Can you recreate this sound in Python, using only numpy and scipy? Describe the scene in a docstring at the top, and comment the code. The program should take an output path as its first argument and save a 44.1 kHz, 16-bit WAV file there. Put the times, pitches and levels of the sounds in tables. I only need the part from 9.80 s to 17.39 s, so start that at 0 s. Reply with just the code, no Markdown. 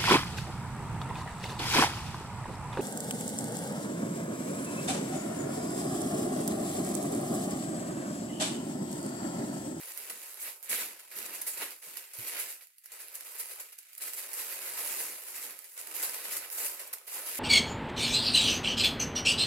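"""A dense, dry crackle comes first: two hands pull wrapping paper off a box and crumple it in a small wooden room.
Thousands of random creases snap each second, and each rings a patch of paper: small patches crackle high and short,
large ones sound low and longer. Short rips and sharp single ticks stand out of the steady crumpling.
The cardboard box rumbles low and gives a dull note when bumped. Close, faint echoes surround it all.
Two microphone ports just above hear it with slightly different colour."""
import sys
import numpy as np
from scipy import signal
from scipy.fft import rfft, irfft, next_fast_len
from scipy.io import wavfile
from scipy.ndimage import uniform_filter1d

SR = 44100
rng = np.random.default_rng(int(sys.argv[2]) if len(sys.argv) > 2 else 0)


def dump(signal):
    """Clip the signal to [-1, 1] and save it as 16-bit WAV at the path in sys.argv[1]."""
    limited = np.clip(np.atleast_2d(signal).T, -1, 1)
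    pcm = np.round(limited * 32767).astype(np.int16)
    wavfile.write(sys.argv[1], SR, pcm)


N = 334719  # length in samples


def gain_of(db):
    """Turns decibels into a factor for the sound wave."""
    return 10 ** (np.asarray(db) / 20)


def evened(x):
    """Scales a signal to an average strength (rms) of 1."""
    return x / np.sqrt(np.mean(x ** 2) + 1e-20)


def read(points, hz):
    """Reads a table of (frequency, value) between its points, on a log-frequency axis."""
    f, value = np.transpose(points)
    return np.interp(np.log(hz + 1), np.log(f + 1), value)


def add(mix, s, sound):
    """Mixes a sound in, starting at s seconds and cut off at the end of the mix."""
    part = mix[..., round(s * SR):][..., :sound.shape[-1]]
    part += sound[..., :part.shape[-1]]


def shaped(x, gain):
    """Filters a sound by a gain that is a function of frequency."""
    size = next_fast_len(x.shape[-1] + 2048)
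    spectrum = rfft(x, size) * gain(np.fft.rfftfreq(size, 1 / SR))
    return irfft(spectrum, size)[..., :x.shape[-1]]


def alike(pair):
    """Blends two unrelated signals: long low waves reach both ports much alike, high ones differ."""
    # how alike left and right are: frequency_hz, likeness (1 = same, 0 = unrelated)
    likeness = [(60, .8), (150, .8), (330, .95), (600, .82), (1000, .38), (1400, .33), (2100, .48),
                (2500, .35), (3100, -.08), (4200, .1), (6000, 0)]
    shared = shaped(pair[0], lambda hz: read(likeness, hz))
    own = shaped(pair[1], lambda hz: np.sqrt(1 - read(likeness, hz) ** 2))
    return np.array([pair[0], shared + own])


def wrinkle_db(fold_db, crease_db):
    """Wrinkles lie between folds and creases in size, so their level follows both."""
    return 0.47 * fold_db + 0.55 * crease_db - 6.0


def hands_db():
    """How hard the hands work through time: drive levels of swing, flex, folds, wrinkles and creases."""
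    # steady crumpling: time_s, crease_db, then levels above the creases: fold_db, flex_db, swing_db
    # (flex is the sheet bending, swing is the whole sheet moving); levels glide from one point to the next
    handling = [(0.0, -47.5, -9, -14.5, -35), (0.34, -48, -7.5, -12.5, -15.5), (0.55, -50, -10.5, -13, -43),
                (0.67, -53.5, 3.5, -4, -15), (0.8, -59.5, -14.5, -12, -42), (0.93, -50, 11, -3, -7),
                (1.08, -55.5, 1, -5.5, -9), (1.27, -58, -7.5, -11.5, -32), (1.39, -49.5, -2, -7.5, -9.5),
                (1.58, -47, -7, -10.5, -18.5), (1.73, -51, -8, -13.5, -22), (1.82, -49, 7.5, 3.5, -7),
                (2.01, -59.5, -11, -16.5, -30), (2.07, -52, -9.5, -13, -18), (2.2, -50.5, -3.5, -11.5, -23),
                (2.3, -57, -6.5, -15, -42), (2.39, -44, -9, -15.5, -18), (2.58, -42.5, -3.5, -10, -29.5),
                (2.62, -46.5, 0.5, -7.5, -18.5), (2.83, -69, -3.5, -10, -31), (3.0, -70, -10, -35, -40),
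                (3.13, -58, -0.5, -5.5, -36), (3.28, -54.5, -6.5, -12, -31), (3.55, -47, -11, -14, -46),
                (3.61, -49.5, -4, -16, -26), (3.66, -45.5, -12, -16, -36), (3.85, -54.5, -7, -9.5, -31),
                (3.97, -62, -4.5, -21.5, -43), (4.18, -59, -6, -20, -35), (4.23, -56, 4, -12, -9),
                (4.35, -49, -8, -12, -29), (5.12, -38.5, -9.5, -12.5, -26.5), (5.3, -48, -5, -10.5, -15.5),
                (5.43, -47, -11, -14, -34), (5.69, -54.5, -3.5, -3.5, -10), (5.94, -53.5, -14, -22.5, -52),
                (5.98, -54.5, -12, -8.5, -25), (6.21, -41, -6.5, -11.5, -21.5),
                (6.38, -44.5, -7, -9.5, -26.5), (6.55, -43.5, -5, -11, -15.5), (6.72, -52.5, -7, -6.5, -32),
                (6.81, -44.5, -4.5, -5.5, -16), (6.91, -47, -8.5, -9.5, -24), (7.19, -62.5, 0.5, -0.5, -19),
                (7.25, -58, -9, -10.5, -42), (7.36, -48.5, -2, -4.5, -17), (7.44, -47.5, -7, -6, -23),
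                (7.59, -37.5, -9, -19.5, -24)]
    s, crease, fold, flex, swing = np.transpose(handling)
    wrinkle = wrinkle_db(crease + fold, crease)
    sizes = (crease + swing, crease + flex, crease + fold, wrinkle, crease)
    time_s = np.arange(N) / SR
    return np.array([np.interp(time_s, s, db) for db in sizes])


def clicks(per_s, spread_db, clump_db, clump_s):
    """Creases giving way at random moments: most small, a few large, in clumps as a fold runs."""
    size = gain_of(spread_db * np.minimum(rng.exponential(1, N), 4.2))
    clump = evened(uniform_filter1d(rng.standard_normal(N), max(int(clump_s * SR), 2)))
    snaps = rng.random(N) < per_s / SR
    return evened(size * gain_of(clump_db * clump) * snaps)


def paper_colour(hz, low, high):
    """One band of the paper's spectrum, raised or lowered where the hollow box resounds."""
    # tone of the paper: frequency_hz, level_db (per Hz)
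    paper_tone = [(100, -84), (170, -22), (300, -9), (466, -6), (735, -7.5), (1250, -8), (2300, -2),
                  (3500, -6), (4830, 3.5), (6180, -1), (8200, 0), (10500, 8.5), (12000, 6), (14000, 2),
                  (16000, -6)]
    # resonances of the hollow box under the paper: pitch_hz, width_hz, lift_db
    hollow = [(320, 5.7, 4.5), (550, 19, 0), (730, 15, -5), (1080, 140, 2.5), (1274, 11, 10), (1430, 13, 3),
              (1670, 9, 3.5), (2150, 22, -12.5)]
    lift_db = sum(db / (1 + (2 * (hz - f) / width) ** 2) for f, width, db in hollow)
    band = 1 / np.sqrt((1 + (hz / high) ** 12) * (1 + (low / (hz + 1)) ** 12))
    return band * gain_of(read(paper_tone, hz) + lift_db)


def sheet(drive, ring_s, colour, count):
    """Each click rings one patch of paper, which reaches the two ports along its own short paths."""
    grip = np.repeat(rng.integers(0, count, N // 1200 + 1), 1200)[:N]  # new grip every 1200 samples
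    patch = (grip + rng.integers(0, 6, N)) % count  # the fingers work a few patches at a time
    t = np.arange(1024) / SR
    out = np.zeros((2, N))
    for k in range(count):
        ring = alike(rng.standard_normal((2, 1024)) * gain_of(-60 * t / ring_s))
        strength = np.linalg.norm(shaped(ring, colour), axis=1).mean()
        out += signal.oaconvolve(drive * (patch == k), ring / strength, axes=1)[:, :N]
    return shaped(out, colour)


def rip_levels():
    """Drive levels of the five sizes while a fold runs: a quick swell, then a dying away; swing stays silent."""
    # short rips: peak_s, level_db, rise_s, fade_s (time to fall 60 dB), fold_db (above the creases)
    rips = [(.06, -50, 0.014, 0.16, -11), (.1776, -45.5, .008, 0.22, -13), (0.301, -35, 0.0052, 0.059, -8),
            (.43, -49, 0.0087, .2, -10), (.6353, -39, 0.048, 0.27, -25), (0.677, -44, 0.022, 0.26, -9),
            (.833, -46, .004, 0.32, -32), (.896, -39, .005, 0.19, -30), (0.927, -33.5, .04, 0.64, -15.5),
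            (1.01, -42, 0.03, 0.19, -4), (1.1968, -50, 0.01, 0.11, -7), (1.315, -48, 0.0031, 0.36, -7.5),
            (1.3711, -43, 0.021, 0.5, -20), (1.4639, -41.5, 0.014, 0.034, -13),
            (1.5522, -42, 0.031, 0.1, -9), (1.618, -31.5, 0.0054, 0.038, -22),
            (1.668, -38.5, .004, 0.14, -10.5), (1.681, -36.5, 0.018, 0.33, -20.5),
            (1.7435, -48, 0.012, .11, -27), (1.776, -41, 0.0043, 0.44, -16),
            (1.8333, -41.5, 0.029, 0.21, -21), (1.92, -48, .012, 0.089, -5), (2.0254, -49, 0.0076, 0.6, -8),
            (2.08, -58.5, 0.022, 0.35, -13), (2.1736, -43, 0.011, 0.1, -12), (2.337, -42.5, .005, .1, -14),
            (2.4871, -39, 0.032, 0.18, -16), (2.5981, -34.5, 0.016, 0.28, -20),
            (2.6996, -43.5, .025, 0.33, -11.5), (2.811, -59.5, 0.0041, .1, 1.5),
            (2.8273, -54, 0.0097, 0.13, -13), (2.985, -52, .004, .047, -28),
            (3.042, -53.5, 0.0059, .09, -16), (3.0587, -51.5, 0.0041, 0.056, -11),
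            (3.121, -45.5, 0.0051, 0.32, -13), (3.2152, -47, .03, 0.21, -12),
            (3.357, -41, 0.022, 0.067, -13), (3.4078, -49, 0.0093, 0.053, -8),
            (3.4644, -49.5, 0.011, .1, -4), (3.6075, -35.5, 0.029, 0.085, -17),
            (3.7176, -44.5, 0.021, 0.12, -11), (3.8021, -40.5, 0.0069, 0.13, -13.5),
            (3.931, -48.5, 0.013, 0.037, -11), (3.989, -45, 0.0087, 0.041, -18.5),
            (4.1346, -56, .009, 0.052, -17), (4.1805, -37.5, .004, 0.038, -22),
            (4.209, -48, 0.0034, 0.2, -5.5), (4.2209, -37.5, .007, 0.46, -18.5),
            (4.2838, -45.5, 0.018, 0.073, -9), (4.3366, -43, .008, 0.095, -21),
            (4.3925, -41, .03, 0.13, -10.5), (4.4464, -51.5, 0.028, 0.095, -1.5),
            (4.54, -39.5, 0.0096, 0.25, -16.5), (4.6088, -40.5, 0.046, 0.36, -9.5),
            (4.7317, -43, 0.055, 0.12, -9), (4.8757, -45.5, 0.026, 0.1, -14), (4.9969, -37, .02, 0.15, -14),
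            (5.08, -41, 0.033, 0.19, -12), (5.21, -36.5, 0.064, 0.6, -14), (5.376, -62, 0.0084, 0.062, -34),
            (5.49, -44, .03, 0.34, -14), (5.5661, -44, 0.036, 0.68, -8.5), (5.64, -46, 0.035, 0.29, -12),
            (5.71, -52, 0.018, 0.05, -6), (5.7928, -93.5, 0.0053, 0.26, -24),
            (5.8475, -54, 0.011, 0.17, -6), (6.002, -43.5, 0.047, 0.086, -9.5),
            (6.033, -54.5, .013, 0.077, -1), (6.073, -49, 0.0086, 0.028, -3),
            (6.15, -38, 0.0084, 0.38, -15.5), (6.236, -31, 0.014, 0.19, -15),
            (6.3456, -39.5, 0.012, 0.12, -11.5), (6.45, -40, .012, .19, -10.5),
            (6.5346, -36, 0.035, 0.27, -14.5), (6.5708, -35.5, .008, 0.05, -16),
            (6.646, -53.5, .011, 0.049, 4), (6.7225, -40, 0.019, 0.83, -19),
            (6.7941, -40.5, 0.029, 0.69, -15), (6.8651, -37.5, 0.038, 0.13, -15),
            (6.9995, -41.5, 0.011, 0.24, -10), (7.0777, -46, 0.0092, 0.031, -32),
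            (7.136, -33, 0.0074, 0.043, -15.5), (7.273, -44.5, 0.0033, 0.9, -11),
            (7.3553, -42.5, 0.045, 0.43, -20), (7.4895, -40, 0.046, 0.16, -11.5)]
    # flex in a rip: level above folds (dB), change per dB of rip level, usual rip level (dB)
    rip_flex = (-5, 0.33, -40.5)
    flex_above_db, flex_per_db, usual_db = rip_flex
    levels = np.zeros((5, N))
    t = np.arange(SR // 4) / SR
    for s, peak_db, rise_s, fade_s, fold_db in rips:
        rise_s = min(rise_s, .06)
        swell = np.sin(np.pi / 2 * np.minimum(t / rise_s, 1))
        fade = gain_of(-60 * np.maximum(t - rise_s, 0) / fade_s)
        flex_db = fold_db + flex_above_db + flex_per_db * (peak_db - usual_db)
        sizes_db = np.array([[flex_db], [fold_db], [wrinkle_db(fold_db, 0)], [0]])
        add(levels[1:], s - rise_s, gain_of(peak_db + sizes_db) * swell * fade)
    return levels


def tick_blows():
    """One blow a tick, for the three small sizes; lesser ticks fall at random, stronger when the hands are busy."""
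    # sharp single creases that stand out: start_s, blow_db (before the shares and pan below)
    ticks = [(.1199, -25), (.1758, -25), (0.299, -28), (.5437, -30), (.8283, -29), (1.1596, -64.5),
             (1.306, -35), (1.3875, -19), (1.4285, -23), (1.456, -25), (1.618, -30), (1.668, -31),
             (1.9076, -25), (2.0012, -42), (2.171, -20.5), (2.388, -26), (2.7263, -28), (2.871, -36),
             (2.9834, -35.5), (3.0593, -30), (3.1248, -40), (3.284, -28), (3.3552, -22), (3.409, -26),
             (3.4536, -39), (3.9225, -44), (3.9875, -27), (4.031, -38), (4.0877, -42), (4.1323, -31),
             (4.1517, -30), (4.209, -32), (4.3348, -23.5), (4.426, -31), (4.4828, -35), (4.5324, -25),
             (4.599, -27), (4.8037, -33), (5.7237, -38), (5.7908, -27), (5.8442, -30), (5.978, -24),
             (6.014, -24), (6.0729, -27), (6.1657, -24), (6.2385, -31), (6.2959, -18), (6.567, -24),
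             (6.702, -25), (6.7501, -27), (7.1297, -25), (7.1846, -29), (7.2689, -40)]
    # shares of a tick: fold_db, wrinkle_db, crease_db
    tick_sizes_db = (-11, -8, 4)
    pan_mean_db, pan_spread_db = -7.5, 4  # left over right: on average the right is louder
    stray_count, stray_above_db, stray_spread_db = 90, 13, 4  # lesser ticks: level above the creases
    blows = np.zeros((5, 2, N))
    at = rng.integers(0, N, stray_count)
    stray_db = hands_db()[-1][at] + stray_above_db + stray_spread_db * rng.uniform(-0.91, 1, stray_count)
    for s, blow_db in [*zip(at / SR, stray_db), *ticks]:
        pan_db = pan_mean_db + pan_spread_db * rng.standard_normal()
        sides_db = blow_db + np.array([pan_db, -pan_db]) / 2
        blows[2:, :, round(s * SR)] = np.outer(gain_of(tick_sizes_db), gain_of(sides_db))
    return blows


def paper():
    """Crumpling, rips and ticks drive five sizes of buckling; larger patches sound lower and mostly ring longer."""
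    # borders between the bands of swing, flex, folds, wrinkles and creases: frequency_hz
    split_hz = (380, 1400, 3500, 7000)
    # how long a patch rings, for swing, flex, folds, wrinkles and creases: ring_s (time to fall 60 dB)
    ring_s = (0.034, 0.029, 0.0065, 0.014, 0.0026)
    # how many different patches of each size, in the same order: count
    patches = (8, 10, 16, 20, 32)
    # the two ports differ in colour: frequency_hz, left_over_right_db
    lean = [(300, 1), (1000, -1), (2600, -5.5), (3800, 2.5), (5000, -1.3), (7000, 10), (8200, 8.5),
            (10000, -2), (12600, -8), (14000, -8), (15000, -5)]
    steady = gain_of(hands_db())
    crumple = clicks(per_s=4000, spread_db=2.0, clump_db=-1.32, clump_s=0.0042)
    rip = clicks(per_s=9000, spread_db=2.5, clump_db=0.7, clump_s=0.0019)
    edges = (1, *split_hz, SR)
    out = np.zeros((2, N))
    for k, (level, run, blow) in enumerate(zip(steady, rip_levels(), tick_blows())):
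        colour = lambda hz: paper_colour(hz, edges[k], edges[k + 1])
        drive = level * crumple + run * rip + blow
        out += sheet(drive, ring_s[k], colour, count=patches[k])
    return shaped(out, lambda hz: gain_of(np.outer([.5, -.5], read(lean, hz))))


def box():
    """The cardboard box rumbles under the hands and gives a low, quickly damped note when bumped."""
    # tone of the handled box: frequency_hz, level_db (per Hz)
    card = [(30, -29), (60, -1.5), (110, -1.5), (160, 2), (200, -11), (300, -33), (600, -70)]
    # bumps of the box: start_s, level_db (before the soft onset), pitch_hz, fade_s (time to fall 60 dB)
    bumps = [(0.292, -66, 159, 0.12), (0.9, -47, 204, 0.12), (1.357, -51, 191, 0.061),
             (1.79, -64, 142, 0.123), (2.068, -59, 159, 0.099), (2.385, -40, 114, 0.1),
             (2.612, -65, 83.4, 0.12)]
    below_swing_db, rest_db = 20.5, -101  # rumble under the swinging sheet's level, and rumble at rest
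    rumble = evened(shaped(alike(rng.standard_normal((2, N))), lambda hz: gain_of(read(card, hz))))
    out = rumble * (gain_of(hands_db()[0] - below_swing_db) + gain_of(rest_db))
    t = np.arange(SR // 3) / SR
    for s, level_db, pitch_hz, fade_s in bumps:
        onset = 1 - np.exp(-t / 0.011)
        add(out, s, gain_of(level_db - 60 * t / fade_s) * onset * np.sin(2 * np.pi * pitch_hz * t))
    return out


def room(x, count=4):
    """Sparse echoes of random sign, each band dying at its own speed; four patterns fade into one another in turn."""
    # how fast the room dies away: frequency_hz, fade_s (time to fall 60 dB)
    room_fade = [(200, 0.047), (2000, 0.079), (6000, 0.25), (14000, 0.19)]
    out = np.zeros((2, N))
    turn = np.arange(N) / SR / .09  # the next echo pattern takes over every 0.09 s
    slots = np.arange(180, SR // 3 - 20, 20)  # one echo somewhere in each slot of 20 samples
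    for k in range(count):
        taps = np.zeros((2, SR // 3))
        at = slots + rng.integers(0, 20, (2, len(slots)))
        np.put_along_axis(taps, at, rng.choice([-1., 1.], at.shape), 1)
        hz, t, z = signal.stft(alike(taps), SR, nperseg=256)
        fade = gain_of(-60 * t / read(room_fade, hz)[:, None])
        tail = signal.istft(z * fade, SR, nperseg=256)[1]
        away = np.minimum(abs((turn - k + count / 2) % count - count / 2), 1)
        share = np.cos(np.pi / 2 * away)  # smooth fade from one pattern to the next
        out += signal.oaconvolve(x * share, tail / np.linalg.norm(tail[0]), axes=1)[:, :N]
    return out


def scene():
    """Paper and box, and the room around them 7 dB down."""
    near = paper() + box()
    return near + gain_of(-7.0) * room(near)


def record(dry):
    """Removes the treble above a steep upper limit of 15880 Hz."""
    lowpass = signal.firwin(511, 15880, window=("kaiser", 9), fs=SR)
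    return signal.oaconvolve(dry, lowpass[None], "same")


dry = scene()
out = record(dry)
dump(out)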